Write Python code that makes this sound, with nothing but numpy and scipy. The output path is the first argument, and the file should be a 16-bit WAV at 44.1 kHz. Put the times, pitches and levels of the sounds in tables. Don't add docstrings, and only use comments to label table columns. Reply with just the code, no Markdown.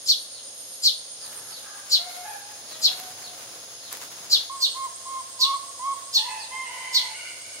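import sys
import numpy as np
from scipy import signal
from scipy.fft import rfft, irfft
from scipy.io import wavfile

SR = 44100
rng = np.random.default_rng(int(sys.argv[2]) if len(sys.argv) > 2 else 0)


def store_wav(level_fs):
    pcm = np.round(np.clip(np.atleast_2d(level_fs), -1, 1) * 32767)
    wavfile.write(sys.argv[1], SR, pcm.T.astype(np.int16))


N = 335160
TIME = np.arange(N) / SR
BINS = np.fft.rfftfreq(N, 1 / SR)

# start_s, level_db, pitch_hz, length_s
LEFT_CHIRPS = [(.059, -17.7, 4700, .080), (.820, -17.3, 4680, .079), (1.897, -17.6, 4630, .076),
               (2.814, -17.6, 4560, .074), (4.297, -16.4, 4560, .074)]
RIGHT_CHIRPS = [(4.601, -19.7, 4460, .067), (5.390, -18.5, 4470, .067), (6.126, -18.3, 4500, .067),
                (6.926, -18.2, 4530, .068)]
FAR_CHIRPS = [(.31, -46, 4250, .10), (.69, -52, 4800, .07), (1.16, -46, 4940, 0.13),
              (1.48, -44, 4520, 0.12), (2.07, -47.5, 4200, .11), (2.66, -44.5, 4260, .12),
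              (3.21, -44, 4390, 0.09), (3.80, -47.5, 4230, .12), (6.36, -41, 4570, .11)]
# frequency_hz, relative_density_db
BEAK_HISS = [(2000, -25), (4000, 11), (7500, 0), (9000, -3), (11500, -12), (13200, -3), (14500, -3),
             (16000, -21)]
BREAK_AT, CREST_AT, FADE_AT = .32, .47, .64
OPENING_LIFT, FALL = .09, .41
VOICE_SPREAD = .3
BREAK_STEP_DB, RELEASE_DB = 3, -20
BREAK_PUFF_DB = 10.5

# start_s, length_s, pitch_hz, level_db, scoop_s (time up to the pitch), swell_db (over the note)
HOOTS = [(4.494, 0.16, 1077, -38.5, 0.0049, -12), (4.742, .14, 1067, -31, 0.026, 9),
         (5.05, 0.17, 1069, -33, 0.021, 8), (5.386, .19, 1116, -26, .11, 4.5),
         (5.791, .16, 1109, -26, .09, -2)]
HOOT_SCOOP, HOOT_DROP_S, HOOT_SLACK_DB = .115, .046, -13
# start_s, length_s, pitch_hz, level_db, roughness (0-1), overtones_db
FAR_CROWS = [(1.97, 0.33, 720, -42.5, 0.26, 1), (2.23, 0.163, 848, -37.5, 0.53, 0),
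             (2.40, 0.2, 835, -51, 0.56, 0), (2.69, 0.14, 635, -47, 0.3, -1),
             (2.86, 0.294, 743, -47.5, .27, -4), (3.22, .15, 720, -49, .35, -11)]
FAINT_CROWS = [(1.2, 0.385, 425, -54.5, 0.89, 0), (1.629, 0.194, 408.6, -44.5, 0.53, 5)]
NEAR_CROWS = [(6.15, 0.14, 907.6, -38, 0.47, 1), (6.23, .12, 1009, -34.5, 0.54, -2.5),
              (6.27, 0.178, 884.5, -38, 0.43, 4), (6.5, 0.166, 1048, -34.5, 0.083, 2),
              (6.63, .47, 1015, -38, 0.365, 7)]
UNDERTONE = [(6.49, .68, 911.5, -46, 0.516, -1.3)]
LAST_CROWS = [(6.64, 0.62, 746, -45, 0.615, 0), (7.13, 0.22, 735, -37.5, 0.41, 1.9),
              (7.42, .22, 750, -46.5, 0.34, 0.067)]
CROW_ARCH, CROW_ATTACK_S, CROW_RELEASE_S = .035, .026, .057
# frequency_hz, gain_db
HOOT_THROAT = [(1100, 0), (2200, -26), (3300, -23), (4400, -40)]
FAR_THROAT = [(600, 0), (730, 0), (1400, -9), (1700, -8), (2200, -10), (2500, -17), (4200, -35)]
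FAINT_THROAT = [(420, -28), (820, 1), (1230, 3), (1620, 9), (2050, -17), (2500, -28)]
NEAR_THROAT = [(900, -1), (1050, -2), (1800, -12), (1970, -9), (2080, 1), (2650, -7), (3100, -12),
               (4200, -24)]
LAST_THROAT = [(730, -33), (1450, -6), (2200, 5), (2900, 3), (3600, -44), (4400, -3)]

# start_s, end_s, rustle_db (feathers), rush_db (low rush of air)
FLIGHTS = [(1.21, 1.71, -54, -57.5), (1.6, 2.706, -52.5, -75), (2.448, 3.85, -49, -56),
           (3.78, 4.517, -48.5, -56.5)]
FLIGHT_TAPER = .45
# centre_s, peak_level_db, length_s
WINGS = [(3.939, -43, 0.088), (3.978, -48, .04), (4.03, -40, 0.069)]
# start_s, initial_level_db
TICKS = [(3, -21.5), (3.9279, -16), (3.9712, -21)]
PECKING_FROM_S, PECKING_DB = 1.14, -52.5
# frequency_hz, relative_density_db
RUSTLE_COLOUR = [(100, -34), (400, -11.5), (1100, -2.5), (2500, -6.5), (6000, -7), (15000, -12)]

# centre_hz, nominal_width_hz, level_db
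CHORUS = [(5180, 480, -50), (6554, 305, -47), (10305, 590, -50)]
# time_s, level_db
HIGH_CRICKET = [(0, -45.5), (1.4, -43), (1.5, -48.5), (3.5, -57), (3.7, -80)]
LOW_CRICKET = [(4.47, -82), (4.52, -44), (7.6, -45.5)]
CRICKET_PAN = -4
# start_s, end_s
BUZZES = [(0, .29), (.494, 1), (1.193, 1.68), (2.057, 2.45), (2.74, 3.14)]
BUZZ_DB = -47.8

# frequency_hz, relative_density_db
WASH = [(25, -36), (50, -12), (90, -10.5), (160, -10.5), (300, -4), (400, -6), (520, 5.5), (800, -3.5),
        (1500, -5), (2400, -7), (3300, 2), (4400, 3.5), (7600, -8.5), (10500, -0.5), (12000, -23),
        (16000, -16)]
# frequency_hz, likeness (0-1)
SAME = [(130, 1), (290, 0.95), (640, 0.66), (1400, 0.16), (3000, 0)]
WASH_DB, RUMBLE_DB = -46.5, -65
# frequency_hz, relative_density_db
RUMBLE_COLOUR = [(40, -43), (110, 7.5), (200, 1.5), (330, 5.5), (900, 4), (2500, -50)]
# frequency_hz, level_db
HUMS = [(100, -71), (684, -62)]
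# time_s, gain_db
HUM_SWELL = [(0, -14), (1.6, -9), (2.6, -1), (7.6, 0)]


def sparrow(chirps, swell_db, dip, second_ratio, second_db, hoarse_db, jitter, rasp, hiss_db, third_db):
    out, air = np.zeros(N), np.zeros(N)
    for start, db, pitch, length in chirps:
        u = np.arange(0, 1, 1 / (length * SR))
        opening = 1 / (1 + (u / BREAK_AT) ** 20)
        to_full = np.maximum(1 - u / CREST_AT, 0)
        to_crest = np.clip((CREST_AT - u) / (CREST_AT - BREAK_AT), 0, 1)
        falling = np.maximum(u - CREST_AT, 0) / (1 - CREST_AT)
        fading = np.maximum(u - FADE_AT, 0) / (1 - FADE_AT)

        rise = OPENING_LIFT * opening - dip * (1 - opening) * np.sqrt(to_crest)
        hz = pitch * (1 + rise - FALL * falling ** 1.2)
        effort_db = -swell_db * to_full - BREAK_STEP_DB * opening + RELEASE_DB * fading ** 1.5

        first_shake = 1 + jitter * (1 + 1.475 * opening) * wander(len(u), 676)
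        first = phase_of(hz * first_shake)
        second_hz = hz * (second_ratio + VOICE_SPREAD * to_full)
        second = phase_of(second_hz * (1 + 2 * jitter * wander(len(u), 534)))
        voice = np.sin(first) + amp(second_db + hoarse_db * opening) * np.sin(second)
        voice += amp(third_db) * np.sin(3 * first)
        rough_voice = voice * (1 + rasp * wander(len(u), 570))

        edges = amp(db) * signal.windows.tukey(len(u), .05)
        puff = np.exp(-((u - BREAK_AT) / 0.17) ** 2)
        add(out, start, edges * unit(amp(effort_db) * rough_voice))
        add(air, start, edges * amp(hiss_db + .5 * effort_db + BREAK_PUFF_DB * puff))
    return out + air * noise(amp(read(BEAK_HISS, BINS)))[0]


def sparrows():
    near = dict(jitter=.025, rasp=.18, hiss_db=-13.5)
    left = sparrow(LEFT_CHIRPS, swell_db=20, dip=0.119, second_ratio=1.21, second_db=-9.5,
                   hoarse_db=6.5, third_db=-28, **near)
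    right = sparrow(RIGHT_CHIRPS, swell_db=18.5, dip=0.0466, second_ratio=1.25, second_db=-10.5,
                    hoarse_db=2.5, third_db=-35, **near)
    far = sparrow(FAR_CHIRPS, swell_db=3, dip=0, second_ratio=1.0, second_db=-14,
                  hoarse_db=-1, jitter=0.0404, rasp=.18, hiss_db=-26, third_db=-45)
    out = garden(left, lag=-7, pan_db=1.5, wall_db=0, wall_t60=.19, far_db=-11.0, far_t60=0.61)
    out += garden(right, lag=7, pan_db=-1.5, wall_db=0, wall_t60=.19, far_db=-3, far_t60=0.47)
    return out + garden(far, lag=0, pan_db=0, wall_db=6, wall_t60=.25, far_db=3, far_t60=.6)


def caller(note, rows, throat, jitter, waver):
    out = np.zeros(N)
    for row in rows:
        start, hz, gain, rough, overtones_db = note(*row)
        hz = hz * (1 + waver * wander(len(hz), 35.2) + jitter * rough * wander(len(hz), 226))
        phase = phase_of(hz)
        voice = np.zeros(len(hz))
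        for k in range(1, 7):
            harmonic_db = read(throat, k * hz) + overtones_db * (k > 1)
            voice += amp(harmonic_db) * np.sin(k * phase)
        add(out, start, gain * unit(voice))
    return out


def hoot(start, length, pitch, db, scoop_s, swell_db):
    t = np.arange(0, length, 1 / SR)
    opening_sag = np.maximum(1 - t / scoop_s, 0) ** 1.32
    closing_sag = np.maximum(1 - (length - t) / HOOT_DROP_S, 0) ** 2
    sag = opening_sag + closing_sag
    level_db = db + swell_db * (t / length - .5) + HOOT_SLACK_DB * sag
    gain = amp(level_db) * signal.windows.tukey(len(t), .08)
    return start, pitch * (1 - HOOT_SCOOP * sag), gain, 1, 0


def crow(start, length, pitch, db, rough, overtones_db):
    t = np.arange(0, length, 1 / SR)
    attack = np.minimum(t / CROW_ATTACK_S, 1)
    release = np.minimum((length - t) / CROW_RELEASE_S, 1)
    hz = pitch * (1 - CROW_ARCH * (2 * t / length - 1) ** 2)
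    return start, hz, amp(db) * attack * release, rough, overtones_db


def neighbours():
    hoots = caller(hoot, HOOTS, HOOT_THROAT, jitter=0.011, waver=0.0106)
    far = caller(crow, FAR_CROWS, FAR_THROAT, jitter=0.072, waver=0.0096)
    far += caller(crow, FAINT_CROWS, FAINT_THROAT, jitter=0.095, waver=0.0134)
    near = caller(crow, NEAR_CROWS + UNDERTONE, NEAR_THROAT, jitter=0.0725, waver=0.0078)
    near += caller(crow, LAST_CROWS, LAST_THROAT, jitter=0.0744, waver=0.0124)
    out = garden(hoots, lag=5, pan_db=-2.5, wall_db=-11, wall_t60=.4, far_db=-8, far_t60=.9)
    out += garden(far, lag=0, pan_db=0.5, wall_db=1.5, wall_t60=0.28, far_db=1.5, far_t60=0.85)
    return out + garden(near, lag=2, pan_db=-2, wall_db=1.5, wall_t60=0.32, far_db=2.5, far_t60=1.0)


def feeder():
    rustle = amp(PECKING_DB) * np.clip((TIME - PECKING_FROM_S) / 0.11, 0, 1)
    rush, ticks = np.zeros(N), np.zeros(N)
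    for start, end, rustle_db, rush_db in FLIGHTS:
        flight = bout(start, end, FLIGHT_TAPER)
        rustle += amp(rustle_db) * flight
        rush += amp(rush_db) * flight
    for centre, db, length in WINGS:
        add(rustle, centre - length / 2, amp(db) * np.hanning(int(length * SR)))
    t = TIME[:400]
    for start, db in TICKS:
        add(ticks, start, amp(db) * rng.standard_normal(len(t)) * np.exp(-t / 0.00047))
    grain = unit(amp(2.0 * wander(N, 240) + 2.2 * wander(N, 25)))
    feathers = rustle * grain * noise(amp(read(RUSTLE_COLOUR, BINS)))
    return feathers + rush * noise(amp(read(RUMBLE_COLOUR, BINS))) + ticks


def shrill(hz, width):
    return noise(1 / (1 + ((BINS - hz) / (1.04 * width)) ** 2) ** 1.37)


def cricket(curve, hz, second_hz, second_db, width, throb_rate, peak_s, stroke_rate, stroke_depth, pan_db):
    throb_phase = 2 * np.pi * throb_rate * (TIME - peak_s) + 0.31 * wander(N, 7)
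    first = .5 + .5 * np.cos(throb_phase)
    ring = first * shrill(hz, width)
    ring += amp(second_db) * (1 - first) * shrill(second_hz, 1.75 * width)
    strokes = 1 + stroke_depth * np.cos(2 * np.pi * stroke_rate * TIME + wander(N, 7.1))
    return level(curve) * unit(ring * strokes) * pan_gains(pan_db)


def insects():
    chorus = sum(amp(db) * shrill(hz, width) for hz, width, db in CHORUS)
    out = chorus * amp(.5 * wander(N, 8.0))
    out += cricket(HIGH_CRICKET, hz=9020, second_hz=8980, second_db=-6.5, width=330, throb_rate=7.6,
                   peak_s=0.202, stroke_rate=180, stroke_depth=0.12, pan_db=CRICKET_PAN)
    out += cricket(LOW_CRICKET, hz=8405, second_hz=8670, second_db=-3, width=430, throb_rate=8.1,
                   peak_s=4.585, stroke_rate=121, stroke_depth=0.2, pan_db=CRICKET_PAN)
    buzzing = sum(bout(start, end, taper=0.38) for start, end in BUZZES)
    return out + amp(BUZZ_DB) * buzzing * shrill(hz=11200, width=460)


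def outdoors():
    wash = amp(WASH_DB + 0.096 * wander(N, 12.9)) * noise(amp(read(WASH, BINS)))
    rumble = amp(RUMBLE_DB) * noise(amp(read(RUMBLE_COLOUR, BINS)))
    hum = np.zeros(N)
    for hz, db in HUMS:
        gain = np.sqrt(2) * amp(db + 0.65 * wander(N, 9.2))
        hum += gain * np.sin(2 * np.pi * hz * TIME + 0.32 * wander(N, 14))
    return wash + rumble + level(HUM_SWELL) * hum


def garden(x, lag, pan_db, wall_db, wall_t60, far_db, far_t60):
    paths = amp(wall_db) * tail(wall_t60, per_s=1600) + amp(far_db) * tail(far_t60, per_s=2200)
    paths[0, max(round(lag), 0)] += 1
    paths[1, max(round(-lag), 0)] += 1
    paths /= np.sqrt((paths ** 2).sum(1, keepdims=True))
    return signal.fftconvolve(x[None], paths, axes=1)[:, :N] * pan_gains(pan_db)


def tail(t60, per_s):
    t = TIME[:SR]
    signs = rng.choice([-1., 1.], (2, SR))
    arrivals = rng.random((2, SR)) < per_s / SR
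    taps = signs * arrivals * amp(-60 * t / t60) * (t > .002)
    return taps / np.sqrt((taps ** 2).sum(1, keepdims=True) + 1e-12)


def noise(gain):
    a, b = rfft(rng.standard_normal((2, N)))
    same = np.clip(read(SAME, BINS), -1, 1)
    right = same * a + np.sqrt(1 - same ** 2) * b
    return unit(irfft(np.array([a, right]) * gain, N))


def wander(n, rate):
    size = max(n, SR)
    fade = np.exp(-(np.fft.rfftfreq(size, 1 / SR) / rate) ** 2)
    return unit(irfft(rfft(rng.standard_normal(size)) * fade, size))[:n]


def phase_of(hz):
    return 2 * np.pi * np.cumsum(hz) / SR


def bout(start, end, taper):
    out = np.zeros(N)
    add(out, start, signal.windows.tukey(int((end - start) * SR), taper))
    return out


def pan_gains(pan_db):
    return amp([[pan_db / 2], [-pan_db / 2]])


def amp(db):
    return 10 ** (np.asarray(db) / 20)


def unit(x):
    return x / np.sqrt(np.mean(x ** 2) + 1e-20)


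def read(points, hz):
    f, value = np.transpose(points)
    return np.interp(np.log(hz + 1), np.log(f + 1), value)


def level(rows):
    return amp(np.interp(TIME, *np.transpose(rows)))


def add(mix, s, sound):
    part = mix[max(round(s * SR), 0):][:len(sound)]
    part += sound[:len(part)]


def scene():
    return sparrows() + neighbours() + feeder() + insects() + outdoors()


def record(dry):
    low_cut = signal.butter(2, 42, "highpass", fs=SR, output="sos")
    thinned = signal.sosfilt(low_cut, dry)
    upper_limit = signal.firwin(511, 15800, window=("kaiser", 9), fs=SR)
    return signal.oaconvolve(thinned, upper_limit[None], "same")


dry = scene()
out = record(dry)
store_wav(out)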